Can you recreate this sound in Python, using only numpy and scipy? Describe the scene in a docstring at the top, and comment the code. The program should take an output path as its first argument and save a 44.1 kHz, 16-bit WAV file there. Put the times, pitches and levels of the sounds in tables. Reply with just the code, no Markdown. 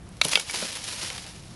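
"""A woodland floor, where a stick trap is tripped: the trigger snaps free and sticks scrape, thud and clack.
Struck sticks ring in damped modes, sliding bark crackles, dry twigs tick and wood lands dully on soil.
The released sapling whips up through the undergrowth; its leaves rustle, swing back and settle.
Trunks scatter faint echoes over a low distant rumble, and a gain control ducks after loud snaps."""
import sys
import numpy as np
from scipy import signal
from scipy.fft import rfft, irfft
from scipy.io import wavfile
from scipy.ndimage import uniform_filter1d

SR = 44100
rng = np.random.default_rng(int(sys.argv[2]) if len(sys.argv) > 2 else 0)


def wav_record(signal):
    """Record a signal, one row per channel, as 16-bit PCM in the file named by sys.argv[1]."""
    frames = np.transpose(np.atleast_2d(signal))
    bounded = np.clip(frames, -1, 1)
    # unit amplitude maps onto the largest positive 16-bit level
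    quanta = np.round(bounded * 32767).astype(np.int16)
    wavfile.write(sys.argv[1], SR, quanta)


N = 68355

# Spectra of distant rumble, air, leaves, bark, cracks and soil: frequency_hz, relative_density_db
RUMBLE_SPECTRUM = [(15, -57), (25, -8.5), (54, -1.5), (135, -2), (184, -2.5), (243, -13.5), (364, -11.5),
                   (430, -21.5), (537, -18.5), (600, -42), (700, -19), (910, -58), (1540, -120)]
AIR_SPECTRUM = [(350, -17), (600, -7), (706, -5), (821, -8.5), (1120, -8.5), (1640, -12.5), (7840, -24),
                (10600, -19), (12000, -42), (15600, -63), (22000, -120)]
LEAF_SPECTRUM = [(180, -5.5), (300, -7.5), (367, -11.5), (515, -4), (857, -9), (940, -4), (1100, -8.5),
                 (2860, -2), (5460, -1.5), (8030, -9.5), (10400, -4), (11100, -9.5), (12000, -25),
                 (15600, -50), (22000, -120)]
BARK_SPECTRUM = [(200, -23), (800, -5.5), (2000, -3), (4000, -0.5), (6500, -1.5), (8300, -8), (10500, 1),
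                 (12500, -21.5)]
CRACK_SPECTRUM = [(100, -22), (500, -2), (1400, 0.5), (3000, 1.5), (5500, -1), (8500, -11), (10800, -5),
                  (12500, -41)]
SOIL_SPECTRUM = [(40, -16), (130, -29), (450, 2), (900, -2), (1600, -30), (5000, -37)]
# Envelope of the sapling's rustle: time_s, level_db
RUSTLE_ENVELOPE = [(0, -73), (.15, -57), (.21, -57.5), (.24, -25), (.275, -31), (.302, -29), (.328, -24),
                   (.365, -29.5), (0.404, -26), (.44, -37.5), (.49, -33), (.56, -27), (.63, -26),
                   (.70, -31), (.81, -34.5), (0.922, -30.5), (.965, -34.5), (1.025, -29), (1.08, -34),
                   (1.18, -37.5), (1.22, -40), (1.35, -47.5), (1.55, -52)]
# Ticks of dry twigs: start_s, level_db, tilt_db_per_octave
TWIG_TICKS = [(0.09, -42.5, 10), (.169, -38, 0), (.2372, -23, 6), (.5105, -17.5, 8), (0.6039, -19.5, -2),
              (0.7532, -22, 2), (.841, -25, 1), (1.1019, -19.5, -5), (1.265, -31, 3)]
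# Modes of the trigger stick, crossbar, loose sticks and small peg: pitch_hz, level_db, t60_s
TRIGGER_MODES = [(620, -28, 0.012), (1333, -25, 0.028), (2303, -3, 0.016), (2720, -15.5, 0.023),
                 (3785, -2.5, 0.015), (4290, -9.5, 0.017), (5460, -22, 0.019), (6800, -27, 0.024)]
CROSSBAR_MODES = [(1320, -25, 0.047), (2080, -9.5, 0.022), (2280, -15, 0.084), (2640, 0, 0.023),
                  (3150, -8.5, 0.028), (3375, -3.5, 0.021), (3680, -7, 0.017), (4260, -8, .011),
                  (4860, -10, 0.019), (7030, -12, 0.0044)]
LOOSE_MODES = [(527, -11, 0.024), (870, -4.5, 0.0082), (1440, -8, 0.046), (2230, -6.5, 0.079),
               (3135, 1.5, 0.037), (5000, -15, .02)]
PEG_MODES = [(2280, 5, 0.039), (2780, -20, 0.018)]
# Blows on each of them: start_s, ring_db, crack_db, ring_tilt_db_per_octave
TRIGGER_IMPACTS = [(.2139, -22, -14.5, -12.5), (0.2154, -0.5, -22, 0)]
CROSSBAR_IMPACTS = [(0.3323, -14.5, -13, 5), (0.3549, 1.5, -12.5, 5.5), (0.3611, -21, -29, -4)]
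LOOSE_IMPACTS = [(.3735, -14.5, -18.5, -4.5), (.399, -33, -25, -2), (1.1018, -33, -36, -2),
                 (1.1799, -37.5, -28, 2)]
PEG_IMPACTS = [(.4972, -24, -23, 0)]
# Bark scraping through dry litter: start_s, length_s, level_db, tilt_db_per_octave
BARK_SCRAPES = [(0.2474, 0.0042, -15.5, 2), (0.2637, 0.0013, -21, 7), (0.282, 0.004, -23, 4),
                (0.2912, 0.004, -23.5, -0.5), (.314, 0.0075, -25, 2), (0.3205, 0.0066, -27.5, -1.5),
                (0.334, 0.0021, -21.5, -0.5), (0.396, 0.0051, -21, 0.5), (0.479, 0.035, -36, -1),
                (0.541, 0.0077, -22.5, -3), (0.558, 0.0022, -21, -1), (0.623, 0.0058, -26.5, -6),
                (0.754, 0.019, -31, -0.5), (.8393, 0.0047, -32, 1), (1.027, 0.013, -29, -1.5),
                (1.1, .075, -42, -4.5), (1.242, 0.031, -47.5, -6)]
# Landings of wood on soil: start_s, level_db, pitch_hz, t60_s
SOIL_THUDS = [(.251, -19, 151, .065), (0.253, -26, 275, .06), (.317, -36.5, 306, 0.027),
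              (0.3737, -27.5, 474, 0.084), (0.544, -26, 356, .05), (0.6246, -22.5, 214.4, 0.061),
              (1.029, -35, 330, 0.05), (1.1005, -31, 480, 0.041)]
# Spectrum of the woodland echoes: frequency_hz, relative_density_db
ECHO_SPECTRUM = [(150, 5), (2500, -13), (11000, -3)]
# Bands of the leaves' swish: edge_hz
SWISH_EDGES = [150, 900, 2000, 3500, 5500, 8500, 13000]


def undb(db):
    """Decibels to amplitude ratio."""
    return 10 ** (np.asarray(db) / 20)


def unit(x):
    """Scale to rms 1."""
    return x / np.sqrt(np.mean(x ** 2))


def since(start):
    """Seconds since an event, zero before it."""
    return np.maximum(np.arange(N) / SR - start, 0)


def decay(t, t60):
    """Exponential damping: silent until t is positive, then falling 60 dB in t60 seconds."""
    return (t > 0) * np.exp(-np.log(1000) * t / t60)


def colour(x, spectrum, tilt_db=0):
    """Filter by a spectrum and a tilt per octave, with 18 dB per octave of roll-off outside; rms 1."""
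    hz, db = np.array(spectrum, float).T
    octave = np.log2(np.maximum(np.arange(N // 2 + 1) * SR / N, 1))
    knots = np.log2(hz)
    outside = np.abs(octave - np.clip(octave, knots[0], knots[-1]))
    curve_db = np.interp(octave, knots, db) + tilt_db * octave - 18 * outside
    return unit(irfft(rfft(x) * undb(curve_db), N))


def noise(spectrum, tilt_db=0):
    """Gaussian noise with the given spectrum."""
    return colour(rng.standard_normal(N), spectrum, tilt_db)


def flutter(depth_db=1.26, per_s=90):
    """Random amplitude modulation: a gain that wanders smoothly about 1."""
    hold = int(SR / per_s)
    steps = np.repeat(rng.standard_normal(N)[:N // hold + 1], hold)
    return undb(depth_db * unit(uniform_filter1d(steps, hold)[:N]))


def ticks(per_s, spread_db):
    """A Poisson train of impulses, most weak and a few strong."""
    size = undb(spread_db * np.minimum(rng.exponential(size=N), 5))
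    occurs = rng.random(N) < per_s / SR
    return unit(occurs * size * rng.choice([-1, 1], N))


def distant_ambience(rumble_db=-45, air_db=-55):
    """Stationary noise: a low distant rumble under a faint hiss of air."""
    return undb(rumble_db) * noise(RUMBLE_SPECTRUM) + undb(air_db) * noise(AIR_SPECTRUM)


def foliage(swish_db=-5):
    """Colliding leaves tick and friction between blades swishes; each size of leaf flutters on its own."""
    collisions = ticks(per_s=5000, spread_db=3)
    swish = np.zeros(N)
    for band in zip(SWISH_EDGES, SWISH_EDGES[1:]):
        bandpass = signal.butter(2, band, "band", fs=SR, output="sos")
        swish += signal.sosfilt(bandpass, rng.standard_normal(N)) * flutter()
    leaves = colour(collisions + undb(swish_db) * unit(swish), LEAF_SPECTRUM) * flutter()
    time_s, level_db = np.array(RUSTLE_ENVELOPE).T
    return leaves * undb(np.interp(since(0), time_s, level_db))


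def twigs(t60_s=0.0081):
    """Thin dry twigs radiate broadband transients with no resonance."""
    return sum(undb(db) * noise(BARK_SPECTRUM, tilt_db) * decay(since(start), t60_s)
               for start, db, tilt_db in TWIG_TICKS)


def struck_stick(modes, impacts, contact_s=0.00034, crack_t60_s=0.024):
    """Modal superposition: each impact cracks and excites damped modes, neighbours in opposite phase."""
    out = np.zeros(N)
    centre_hz = np.mean([hz for hz, _, _ in modes])
    for start, ring_db, crack_db, tilt_db in impacts:
        t = since(start)
        ring = np.zeros(N)
        for k, (hz, db, t60) in enumerate(modes):
            amplitude = (-1) ** k * undb(db + tilt_db * np.log2(hz / centre_hz))
            ring += amplitude * decay(t, t60) * np.sin(2 * np.pi * hz * t)
        onset = 1 - np.exp(-(t / contact_s) ** 2)
        out += undb(ring_db) * ring * onset
        out += undb(crack_db) * noise(CRACK_SPECTRUM) * decay(t, crack_t60_s)
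    return out


def scrapes(rise_s=0.00041, fall_s=0.0013):
    """Sliding friction of bark over bark and dead leaves gives short bursts of dense crackle."""
    out = np.zeros(N)
    for start, length, db, tilt_db in BARK_SCRAPES:
        envelope = (1 - np.exp(-since(start) / rise_s)) * np.exp(-since(start + length) / fall_s)
        crackle = colour(ticks(per_s=12000, spread_db=3), BARK_SPECTRUM, tilt_db)
        out += undb(db) * envelope * crackle
    return out


def thuds(rise_s=0.0016, upper_ratio=2.8, upper_db=-5.5, puff_db=-4):
    """Impact on soil excites two damped bending modes of the wood, with a dull puff of noise."""
    out = np.zeros(N)
    for start, db, hz, t60 in SOIL_THUDS:
        t = since(start)
        phase = 2 * np.pi * hz * t
        bending = np.sin(phase) + undb(upper_db) * np.sin(upper_ratio * phase)
        puff = undb(puff_db) * noise(SOIL_SPECTRUM)
        envelope = (1 - np.exp(-t / rise_s)) * decay(t, t60)
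        out += undb(db) * envelope * (bending + puff)
    return out


def woodland_echoes(x, level_db=-17.5, delay_s=0.0076, t60_s=0.22):
    """Scattering from ground and trunks: convolution with a decaying train of random reflections."""
    reflections = colour(ticks(per_s=2700, spread_db=2.5), ECHO_SPECTRUM)
    response = reflections * decay(since(delay_s), t60_s)
    return undb(level_db) * signal.fftconvolve(x, response / np.linalg.norm(response))[:N]


def gain_control(x, threshold_db=-12.5, max_duck_db=6.5, duck_s=0.011, recover_db_per_s=5.5):
    """Compression: short-term power above a threshold lowers the gain quickly; it creeps back up."""
    power = uniform_filter1d(x ** 2, size=132, axis=-1)  # 3 ms mean
    excess_db = np.clip(10 * np.log10(np.maximum(power, 1e-12)) - threshold_db, 0, max_duck_db)
    recovery_db = recover_db_per_s * since(0)
    held_db = np.maximum.accumulate(excess_db + recovery_db, axis=-1) - recovery_db
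    pole = np.exp(-1 / (duck_s * SR))
    duck_db = signal.lfilter([1 - pole], [1, -pole], held_db)
    return x * undb(-duck_db)


def scene():
    """Superposition of the direct sound, its echoes and the ambience, in one channel."""
    sticks = (struck_stick(TRIGGER_MODES, TRIGGER_IMPACTS)
              + struck_stick(CROSSBAR_MODES, CROSSBAR_IMPACTS)
              + struck_stick(LOOSE_MODES, LOOSE_IMPACTS)
              + struck_stick(PEG_MODES, PEG_IMPACTS))
    ambience = distant_ambience()
    direct = sticks + scrapes() + thuds() + twigs() + foliage()
    return (direct + woodland_echoes(direct) + ambience)[None]


def record(dry):
    """After gain control, soft saturation rounds the loudest peaks and a low-pass cuts the top."""
    saturation, cutoff_hz = 0.72, 11700
    rounded = saturation * np.tanh(gain_control(dry) / saturation)
    lowpass = signal.cheby1(12, 0.1, cutoff_hz, fs=SR, output="sos")
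    return signal.sosfilt(lowpass, rounded)


dry = scene()
out = record(dry)
wav_record(out)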